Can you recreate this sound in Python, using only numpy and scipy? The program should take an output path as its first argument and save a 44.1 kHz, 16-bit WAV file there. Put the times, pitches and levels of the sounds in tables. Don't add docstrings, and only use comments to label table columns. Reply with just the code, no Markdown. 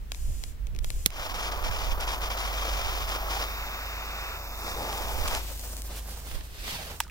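import sys
import numpy as np
from scipy import signal
from scipy.fft import rfft, irfft, next_fast_len
from scipy.io import wavfile
from scipy.ndimage import map_coordinates

SR = 44100
rng = np.random.default_rng(int(sys.argv[2]) if len(sys.argv) > 2 else 0)


def inscribe(sig):
    pcm = np.round(np.clip(np.atleast_2d(sig).T, -1, 1) * 32767)
    wavfile.write(sys.argv[1], SR, pcm.astype(np.int16))


N = 313135
TIME = np.arange(N) / SR
SIZE = next_fast_len(N)
BIN_HZ = np.arange(SIZE // 2 + 1) * SR / SIZE

LIT_S, OUT_S, IGNITE_S, DIE_S = 1.144, 5.39, 0.046, 0.028
TOUCH_S, LEAVE_S, SETTLE_S = 3.46, 4.64, 0.022

# frequency in Hz, left-right difference in dB.
EVEN_SHADE = [(20, 0), (20000, 0)]
# frequency in Hz, shared power from 0 to 1.
NEAR_LIKENESS = [(200, 1), (1200, 0.88), (2700, 0.99), (3500, 1), (6000, 0.26), (10000, 0.5), (16000, 0.6)]


def from_db(db):
    return 10 ** (np.asarray(db) / 20)


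def rms_one(x):
    return x / np.sqrt(np.mean(x ** 2) + 1e-20)


def in_time(rows):
    s, *columns = np.transpose(rows)
    return [np.interp(TIME, s, c) for c in columns]


def levels(rows):
    outside_s = np.maximum(rows[0][0] - TIME, 0) + np.maximum(TIME - rows[-1][0], 0)
    return [from_db(db) * np.exp(-outside_s / 0.042) for db in in_time(rows)]


def at_bins(points):
    hz, value = np.transpose(points)
    return np.interp(np.log(BIN_HZ + 1), np.log(hz), value)


def drift(rate_hz):
    spectrum = rfft(rng.standard_normal(SIZE)) / (1 + (BIN_HZ / rate_hz) ** 2)
    return rms_one(irfft(spectrum, SIZE)[:N])


def held(start_s, end_s, attack_s, release_s):
    rise = 1 + np.tanh((TIME - start_s) / attack_s)
    fall = 1 - np.tanh((TIME - end_s) / release_s)
    return rise * fall / 4


def swell(s, sigma_s):
    return np.exp(-.5 * ((TIME - s) / sigma_s) ** 2)


def coloured(source, colour, likeness, shade):
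    alike = np.clip(at_bins(likeness), 0, 1)
    scattered = rfft(rng.standard_normal((2, SIZE)))
    pair = np.sqrt(alike) * rfft(source, SIZE) + np.sqrt(1 - alike) * scattered
    side_db = at_bins(shade) * np.array([[.5], [-.5]])
    return rms_one(irfft(pair * from_db(at_bins(colour) + side_db), SIZE)[:, :N])


def turbulence(colour, likeness, shade=EVEN_SHADE):
    return coloured(rng.standard_normal(N), colour, likeness, shade)


def crackle(per_s, spread_db):
    pops = (rng.random(N) < per_s / SR) * from_db(spread_db * np.minimum(rng.exponential(1, N), 4))
    return rms_one(pops.mean() - pops)


def place(pair, lag_ms, pan_db):
    lag = lag_ms * SR / 1000
    right = map_coordinates(pair[1], [np.arange(N) - lag], order=3)
    return np.array([pair[0] * from_db(pan_db / 2), right * from_db(-pan_db / 2)])


def band(x, low_hz, high_hz):
    sos = signal.butter(2, [low_hz, min(high_hz, .45 * SR)], "band", fs=SR, output="sos")
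    return signal.sosfilt(sos, x + 1e-18)


def ring(x, hz, t60_s):
    r, w = from_db(-60 / (t60_s * SR)), 2 * np.pi * hz / SR
    return signal.lfilter([0, np.sin(w)], [1, -2 * r * np.cos(w), r * r], x + 1e-18)


def clicks(times_s, db):
    out = np.zeros(N)
    out[np.clip(np.round(np.asarray(times_s) * SR).astype(int), 0, N - 1)] = from_db(db)
    return out


def burst(hits, t60_s):
    envelope = signal.lfilter([1], [1, -from_db(-60 / (t60_s * SR))], hits + 1e-18)
    return envelope * rng.standard_normal((2, N))


def river_bank():
    # frequency in Hz, relative level in dB.
    air_colour = [(30, 8), (100, -0.5), (200, -7), (450, -14.5), (900, -18.5), (2000, -19.5), (5000, -26.5),
                  (10000, -31), (16000, -26)]
    # frequency in Hz, shared power from 0 to 1.
    diffuse_likeness = [(50, 1), (300, 0.55), (1000, 0.024), (16000, 0.024)]
    # time in seconds, frequency in Hz, mean level in dB.
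    drone_curve = [(0, 47.1, -40), (.9, 47.5, -53), (1.4, 48.25, -42), (2.0, 48.05, -36.5),
                   (2.3, 48.94, -34.5), (3.3, 49.1, -36.5), (4.0, 50.6, -40), (4.6, 49.83, -42),
                   (5.1, 51.84, -39), (5.7, 51.03, -37), (6.3, 52.26, -42.5), (7.1, 51.1, -46)]
    out = from_db(-48.5) * turbulence(air_colour, diffuse_likeness)
    upper_tone = (77.2 + 1.79 * drift(rate_hz=1.6), -50.5)
    for hz, db in (in_time(drone_curve), upper_tone):
        gain = np.sqrt(2) * from_db(db + 1.2 * drift(rate_hz=6.5))
        out = out + gain * np.sin(2 * np.pi * np.cumsum(hz) / SR)
    return out


def wind():
    # crest in seconds, bell sigma in seconds, level in dB, buffet level in dB,
    # left-right difference in dB.
    gust_rows = [(0.296, 0.1, -31, -29, -4), (0.753, 0.1, -32, -35, -9), (0.955, 0.063, -31.5, -38, 5),
                 (1.704, 0.03, -36, -30, -11), (1.93, 0.073, -29, -43, -6), (2.443, 0.033, -43, -50, -1),
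                 (2.896, 0.13, -38.5, -48, -10.5), (5.218, 0.12, -30.5, -47, -6),
                 (6.358, 0.039, -30.5, -54, -5), (6.602, 0.03, -43, -55, -6)]
    # time in seconds, level in dB.
    breeze_curve = [(0, -42), (1.0, -35), (1.1, -39), (1.5, -39.5), (1.7, -33.5), (2.3, -40), (3.2, -40.5),
                    (4.0, -52), (5.4, -44), (5.9, -57), (6.5, -49), (7.1, -52)]
    # frequency in Hz, relative level in dB.
    wind_colour = [(10, -4), (25, -1), (45, -2.5), (70, -10), (120, -25.5), (250, -40), (600, -44.5),
                   (2000, -90)]
    # frequency in Hz, relative level in dB.
    buffet_colour = [(15, -5.5), (80, -2.5), (130, -12.5), (250, -31), (700, -40), (2000, -89)]
    # frequency in Hz, shared power from 0 to 1.
    gusty_likeness = [(20, 0.52), (300, 0.35)]
    crest_share = 0.15
    breeze_pan_db = -4
    gust, crest = 0, 0
    for s, sigma_s, db, crest_db, pan_db in gust_rows:
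        sides = from_db([[pan_db / 2], [-pan_db / 2]])
        gust = gust + sides * from_db(db) * swell(s, sigma_s)
        crest = crest + sides * from_db(crest_db) * swell(s, crest_share * sigma_s)
    (breeze_db,) = in_time(breeze_curve)
    breeze = from_db(breeze_db + breeze_pan_db * np.array([[.5], [-.5]]))
    pressure = np.hypot(gust, breeze) * turbulence(wind_colour, gusty_likeness)
    return pressure + crest * turbulence(buffet_colour, gusty_likeness)


def lighter_body(hits):
    # frequency in Hz, mean relative level in dB, t60 in seconds.
    body_modes = [(2320, -4.5, 0.006), (2590, -5.5, 0.0083), (3350, -4, 0.0056), (3900, -3, 0.0054),
                  (5300, -8, 0.007), (5740, -9, 0.0038), (6700, -7, 0.0088), (9230, -8, 0.0067),
                  (9700, -3, 0.0048), (12500, -8, 0.006), (14900, -2.5, 0.0036)]
    moments_s = np.linspace(0, N / SR, num=60)
    out = 0
    for k, (hz, db, t60_s) in enumerate(body_modes):
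        grip_db = np.interp(TIME, moments_s, rng.standard_normal(len(moments_s)))
        out = out + (-1) ** (k // 5) * ring(hits * from_db(db + grip_db), hz, t60_s)
    return out


def trigger():
    # time in seconds, strength in dB,
    # left-right difference in dB before the common pan.
    tick_rows = [(0.1188, -17, 4), (0.1466, -28.5, 4), (0.438, -22, 4), (0.6697, -32, 4), (0.749, -36, 3),
                 (0.763, -33, 3), (0.789, -25.5, 0), (.845, -20.5, 2.5), (0.9035, -21.5, 9),
                 (1.104, -33, -16)]
    s, db, pan_db = np.transpose(tick_rows)
    hits = np.array([clicks(s, db + pan_db / 2), clicks(s, db - pan_db / 2)])
    body = from_db(-8) * lighter_body(hits)
    scuff = from_db(-4.0) * band(burst(hits, t60_s=0.012), 2070, 6600)
    knock = from_db(-6.5) * band(burst(hits, t60_s=0.015), 270, 1300)
    return place(body + scuff + knock, lag_ms=0.363, pan_db=1.0)


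def unlit_gas():
    # start in seconds, length in seconds, level in dB.
    leak_rows = [(0.119, 0.4, -49.5), (0.839, 0.23, -48)]
    # frequency in Hz, relative level in dB.
    leak_colour = [(1500, -11), (2400, -7), (4200, -4), (5600, -2.5), (7400, 3), (8900, -7), (9900, 4),
                   (11300, -9), (13500, -2), (16000, -12)]
    # frequency in Hz, left-right difference in dB.
    leak_shade = [(2500, 4), (6200, -4), (7600, 6), (9000, -5), (10200, -5), (11200, 0), (13000, -6)]
    flow = sum(from_db(db) * held(s, s + length_s, attack_s=0.018, release_s=0.029)
               for s, length_s, db in leak_rows)
    return place(flow * turbulence(leak_colour, NEAR_LIKENESS, leak_shade), lag_ms=0.357, pan_db=1.5)


def igniter():
    # time in seconds, strength in dB.
    snap_rows = [(1.0565, -32), (1.0606, 1), (1.0620, -13)]
    hits = clicks(*np.transpose(snap_rows))
    crack = from_db(-6.0) * band(lighter_body(hits), 2100, 25000)
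    crack = crack + from_db(-14) * band(burst(hits, t60_s=0.01), 2200, 20000)
    tail = from_db(-34.0) * band(burst(hits, t60_s=0.064), 300, 16000)
    jolt = from_db(-24.5) * ring(hits, hz=169, t60_s=0.03)
    jolt -= from_db(-23.5) * ring(hits, hz=280, t60_s=0.0195)
    jolt += from_db(-23.5) * ring(hits, hz=484, t60_s=0.019)
    thud = from_db(-10.0) * band(hits, 300, 1300)
    return place(crack + tail, lag_ms=0.226, pan_db=-10.0) + jolt + thud


def torch():
    # time in seconds, relative level in dB.
    thrust_curve = [(1.15, -2), (1.32, -2), (1.46, 0.5), (1.55, 2), (1.8, -1), (2.02, 1.5), (2.2, 1),
                    (2.4, 1), (2.52, -0.5), (2.68, 1), (2.9, 0), (3.05, -1), (3.15, 2), (3.4, 2), (3.6, 1),
                    (4.05, 0), (4.2, 1.5), (4.35, -.5), (4.52, -1), (4.7, 1.5), (4.75, -2.5), (4.83, 0.5),
                    (5.15, -2), (5.35, 4)]
    # time in seconds, level in dB.
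    nozzle_curve = [(1.15, -46), (1.5, -45.5), (3.4, -41), (4.0, -44.5), (4.8, -43.5), (5.35, -42)]
    # time in seconds, right lag in ms.
    flame_path = [(3.46, 0.19), (3.56, 0.17), (4.25, 0.16), (4.45, 0.15), (4.66, 0.17), (4.92, 0.17)]
    # centre in seconds, length in seconds,
    # nominal depth in dB (negative swells).
    lull_rows = [(1.191, 0.0069, 8), (1.285, 0.019, 5), (1.332, 0.017, 7), (1.504, 0.02, 10),
                 (1.584, 0.11, 8), (1.703, 0.015, 10), (1.772, 0.028, 2), (1.888, 0.033, 4.5),
                 (1.968, 0.065, 12.5), (2.059, 0.028, 9), (2.186, 0.056, 11), (2.289, 0.02, 11),
                 (2.356, 0.028, 6.5), (2.52, 0.016, 5.5), (3.07, 0.018, 6), (3.23, 0.13, 7.5),
                 (5.192, 0.033, -1)]
    # frequency in Hz, relative level in dB.
    roar_colour = [(100, -12.5), (250, -13), (450, -4.5), (700, 1), (1200, 1), (1700, -7), (2300, -17),
                   (3200, -46), (5000, -52), (9000, -31)]
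    # frequency in Hz, relative level in dB.
    rasp_colour = [(700, -6), (1600, 0.5), (2350, 4.5), (2750, 6.5), (3400, 4), (4100, -2), (5200, 1.5),
                   (6200, -2.5), (7000, -5.5), (7600, -4), (8500, -13), (11000, -12.5), (16000, -35)]
    # frequency in Hz, shared power from 0 to 1.
    flame_likeness = [(200, 1), (1200, 0.98), (2400, 0.58), (2660, 1), (2820, 1), (3100, 0.83), (4000, 1),
                      (6000, 0.58), (7000, 0.43), (8600, 1), (16000, .2)]
    # frequency in Hz, left-right difference in dB.
    flame_shade = [(200, 7), (450, 5.5), (750, 3.5), (1350, 2), (2350, 8), (2650, 1), (2850, 4), (3100, 3),
                   (3750, 9), (5000, 3.5), (6300, 1), (7000, 4), (9000, 2)]
    # frequency in Hz, relative level in dB.
    steadied_colour = [(1500, -1), (2700, 7), (3100, -13), (3600, 9), (4100, -3.5), (5200, 2.5), (6000, -2),
                       (7800, -5), (9000, -14), (16000, -26)]
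    # frequency in Hz, shared power from 0 to 1.
    steadied_likeness = [(200, 0.94), (1200, 1), (2400, 0.66), (2850, 1), (3450, 1), (4100, 1),
                         (4500, 0.64), (6000, 0.51), (7200, 0.39), (9000, 0.96), (16000, .2)]
    # frequency in Hz, left-right difference in dB.
    steadied_shade = [(750, 2), (1350, 1.5), (2300, 6), (2650, 2), (3400, 2.5), (3700, 4), (4500, 3.5),
                      (5500, 0.5), (6500, 0), (7000, 5), (9000, 2)]
    # frequency in Hz, relative level in dB.
    impinge_colour = [(600, -11), (1200, 11), (1800, 6.5), (2700, 8), (3700, -3), (4500, -3), (5500, -11),
                      (7500, -13), (9500, -14), (12000, -24)]
    # frequency in Hz, relative level in dB.
    nozzle_colour = [(3000, -32), (7000, -22), (8900, -33), (10900, -8.5), (12400, 0.5), (14500, 1),
                     (16000, -3)]
    # frequency in Hz, left-right difference in dB.
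    nozzle_shade = [(9000, -16), (11000, -3), (12500, -12), (16000, -10)]
    leave_fade_s, catch_s = 0.033, 4.38
    clear_s, clear_fade_s = 4.82, 0.11
    steadied_flutter, lull_roar_share = 0.45, 0.25

    (thrust_db,), (nozzle_db,), (lag_ms,) = in_time(thrust_curve), in_time(nozzle_curve), in_time(flame_path)
    lit = held(LIT_S, OUT_S, IGNITE_S, DIE_S)
    resting = held(TOUCH_S, LEAVE_S, SETTLE_S, leave_fade_s)
    burning = held(LEAVE_S, OUT_S, leave_fade_s, DIE_S)
    near_fuse = held(TOUCH_S, clear_s, SETTLE_S, clear_fade_s)
    lull_db = sum(depth_db * held(s - length_s / 2, s + length_s / 2, attack_s=0.0084, release_s=0.0019)
                  for s, length_s, depth_db in lull_rows)
    flutter = rms_one(band(rng.standard_normal(N), low_hz=9, high_hz=45))
    flutter = flutter * (1 - (1 - steadied_flutter) * (resting + burning))

    roar_db = -36.5 + 1.65 * flutter - 6.5 * resting - 1.5 * burning - lull_roar_share * lull_db
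    roar = from_db(thrust_db + roar_db) * turbulence(roar_colour, flame_likeness, flame_shade)
    rasp_db = -35.5 + 1.18 * flutter - 8 * resting - 2.5 * burning - lull_db
    pops = crackle(per_s=7000, spread_db=3.0)
    free = (1 - near_fuse) * coloured(pops, rasp_colour, flame_likeness, flame_shade)
    steadied = near_fuse * coloured(pops, steadied_colour, steadied_likeness, steadied_shade)
    tearing = from_db(thrust_db + rasp_db) * (free + steadied)

    impinge = from_db(-40.5) * held(TOUCH_S, catch_s, SETTLE_S, SETTLE_S)
    on_fuse = impinge * turbulence(impinge_colour, steadied_likeness, steadied_shade)
    hiss = from_db(nozzle_db) * turbulence(nozzle_colour, NEAR_LIKENESS, nozzle_shade)
    flame = place(lit * (roar + tearing) + on_fuse, lag_ms, pan_db=-3.0)
    return flame + place(lit * hiss, lag_ms=0.199, pan_db=4.5)


def tears():
    size_db = -27 + 3 * np.minimum(rng.exponential(1, N), 2)
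    pulses = (rng.random(N) < 14 / SR) * from_db(size_db)
    pops = -signal.lfilter([1], [1, -.6], pulses + 1e-18) * held(LIT_S, TOUCH_S, IGNITE_S, SETTLE_S)
    return place(np.array([pops, pops]), lag_ms=0.17, pan_db=4)


def spits():
    # time in seconds, strength in dB.
    spit_rows = [(2.004, -25), (2.009, -13), (2.404, -17), (3.0926, -17), (4.829, -19), (4.9282, -15),
                 (4.9790, -18), (5.2775, -8), (5.283, -6), (5.3493, -4.5)]
    puffs = burst(clicks(*np.transpose(spit_rows)), t60_s=0.0084)
    return place(from_db(-10.5) * band(puffs, 1500, 9100), lag_ms=0.18, pan_db=-5)


def water_echo(pair):
    flight_s = np.maximum(TIME - 6.6, 0)
    late_s = (0.785 + 13.3 * flight_s ** 2) / 1000
    gain = 0.35 * np.clip(flight_s / 0.13, 0, 1)
    return gain * np.array([np.interp(TIME - late_s, TIME, side) for side in pair])


def fuse():
    # time in seconds, reference level in dB.
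    fizz_curve = [(4.6, -49), (5.35, -44.5), (5.8, -45.5), (6.15, -48.5), (6.32, -49.5), (6.5, -56),
                  (6.73, -49.5), (6.98, -50.5)]
    # time in seconds, right lag in ms, left-right difference in dB.
    fuse_path = [(4.6, 0.18, 0.5), (5.4, 0.15, 0.5), (5.8, 0.12, -1), (6.1, -0.091, -3.5),
                 (6.35, -0.22, -3), (6.7, -0.24, -1.5), (7.0, -0.12, -3)]
    # centre in seconds, bell sigma in seconds,
    # reference level in dB, bright part relative to it in dB.
    swing_rows = [(5.423, 0.13, -47, -0.5), (5.749, 0.089, -53, -6.5), (5.95, 0.048, -45.5, -3),
                  (6.137, 0.054, -49, -3), (6.337, 0.061, -44, -4.5), (6.643, 0.099, -45, -1.5),
                  (6.745, 0.054, -42, 2), (6.808, 0.022, -48, -17), (6.91, 0.037, -39, -7)]
    # frequency in Hz, relative level in dB.
    fizz_colour = [(500, -0.5), (2200, -17), (3500, -5), (5300, 1), (7000, 1.5), (9300, 2), (11000, -1.5),
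                   (13500, 3.5), (16000, -1)]
    # frequency in Hz, relative level in dB.
    rush_low_colour = [(120, 1.5), (300, -3.5), (650, -0.5), (1100, -3), (2000, -10), (5000, -33)]
    # frequency in Hz, relative level in dB.
    rush_colour = [(600, -38), (1500, -1.5), (2800, 3), (4500, 1), (7000, -7), (15000, -10.5)]
    # frequency in Hz, shared power from 0 to 1.
    moving_likeness = [(200, 0.95), (800, 0.85), (2000, 0.2), (5000, 0.19), (16000, .3)]
    # frequency in Hz, relative level in dB.
    flare_colour = [(90, -5), (180, -1.5), (350, 1), (600, 7), (900, 7), (1400, -34), (4000, -47)]
    # frequency in Hz, relative level in dB.
    puff_colour = [(70, 2.5), (150, -7), (350, -2), (600, -12), (1500, -39)]

    (fizz,), (lag_ms, pan_db) = levels(fizz_curve), in_time(fuse_path)
    sputter = drift(rate_hz=16)
    pops = crackle(per_s=6500, spread_db=4.5)
    sparks = fizz * from_db(2.5 + 1.74 * sputter) * coloured(pops, fizz_colour, NEAR_LIKENESS, EVEN_SHADE)

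    low, bright = fizz * from_db(-8), fizz * from_db(-16.5)
    for s, sigma_s, db, bright_db in swing_rows:
        low = low + from_db(db) * swell(s, sigma_s)
        bright = bright + from_db(db + bright_db) * swell(s, sigma_s)
    low_flicker = from_db(-4.5 + 2.5 * drift(rate_hz=24))
    whoosh = low_flicker * low * turbulence(rush_low_colour, moving_likeness)
    whoosh = whoosh + from_db(1.0) * bright * turbulence(rush_colour, moving_likeness)
    whoosh = whoosh * from_db(1.75 * sputter)

    flare_db = -36 - 12.5 * np.maximum(TIME - LEAVE_S, 0)
    flare = held(4.77, OUT_S, SETTLE_S, DIE_S) * from_db(flare_db)
    flame = flare * turbulence(flare_colour, NEAR_LIKENESS)
    puff = from_db(-41) * swell(4.8, sigma_s=0.043) * turbulence(puff_colour, NEAR_LIKENESS)
    return place(sparks + whoosh + water_echo(whoosh) + flame + puff, lag_ms, pan_db)


def sparks_popping():
    # time in seconds, strength in dB.
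    grain_rows = [(5.526, -30), (5.5763, -30), (5.595, -25), (5.6124, -28), (5.6905, -38), (5.768, -23),
                  (5.82, -22)]
    pops = from_db(9.0) * band(clicks(*np.transpose(grain_rows)), 2100, 16000)
    return place(np.array([pops, pops]), lag_ms=0.12, pan_db=7)


def scuffs():
    # time in seconds, strength in dB.
    scuff_rows = [(5.686, -44), (6.298, -46), (6.314, -34), (6.408, -32), (6.679, -24)]
    rubs = burst(clicks(*np.transpose(scuff_rows)), t60_s=0.035)
    return place(band(rubs, 302, 4000), lag_ms=-0.2, pan_db=-5.0)


def splash():
    # time in seconds, slap strength in dB, bubble frequency in Hz,
    # bubble strength in dB, bubble t60 in seconds.
    plop_rows = [(7.0026, -14.5, 910, -12, 0.0095), (7.036, -42, 5310, -38, .012),
                 (7.048, -60, 1390, -45, 0.05), (7.066, -56, 998, -35.5, 0.0088),
                 (7.079, -45, 1280, -50, 0.055), (7.098, -44, 2500, -37, .02)]
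    # frequency in Hz, relative level in dB, t60 in seconds.
    slap_modes = [(1330, -14, 0.011), (1640, -9, 0.016), (2724, -8, 0.011), (3610, -17, .012),
                  (5280, -12.5, .01), (7690, -14, 0.01)]
    out = np.zeros((2, N))
    for s, slap_db, hz, bubble_db, t60_s in plop_rows:
        hit = clicks(s, slap_db)
        out += from_db(3) * band(band(burst(hit, t60_s=0.018)[0], 1500, 3800), 1000, 6200)
        for k, (mode_hz, mode_db, mode_t60_s) in enumerate(slap_modes):
            out += (-1) ** k * ring(hit * from_db(mode_db), mode_hz, mode_t60_s)
        out += from_db(-3.0) * band(burst(hit, t60_s=0.022), 4100, 19000)
        out += from_db(-21.5) * band(burst(hit, t60_s=0.2), 1300, 8300)
        knocks = clicks([s, s + 0.0033], [bubble_db - 2.5, bubble_db])
        out += band(band(ring(knocks, hz, t60_s), 870, 8000), 800, 8000)
    return place(out, lag_ms=0, pan_db=-3.0)


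def scene():
    out = river_bank() + wind() + trigger() + unlit_gas() + igniter()
    out = out + torch() + tears() + spits() + fuse()
    return out + sparks_popping() + scuffs() + splash()


def record(dry):
    low_pass = signal.ellip(10, .1, 80, 15750, fs=SR, output="sos")
    return signal.sosfilt(low_pass, .9 * np.tanh(dry / .9))


dry = scene()
out = record(dry)
inscribe(out)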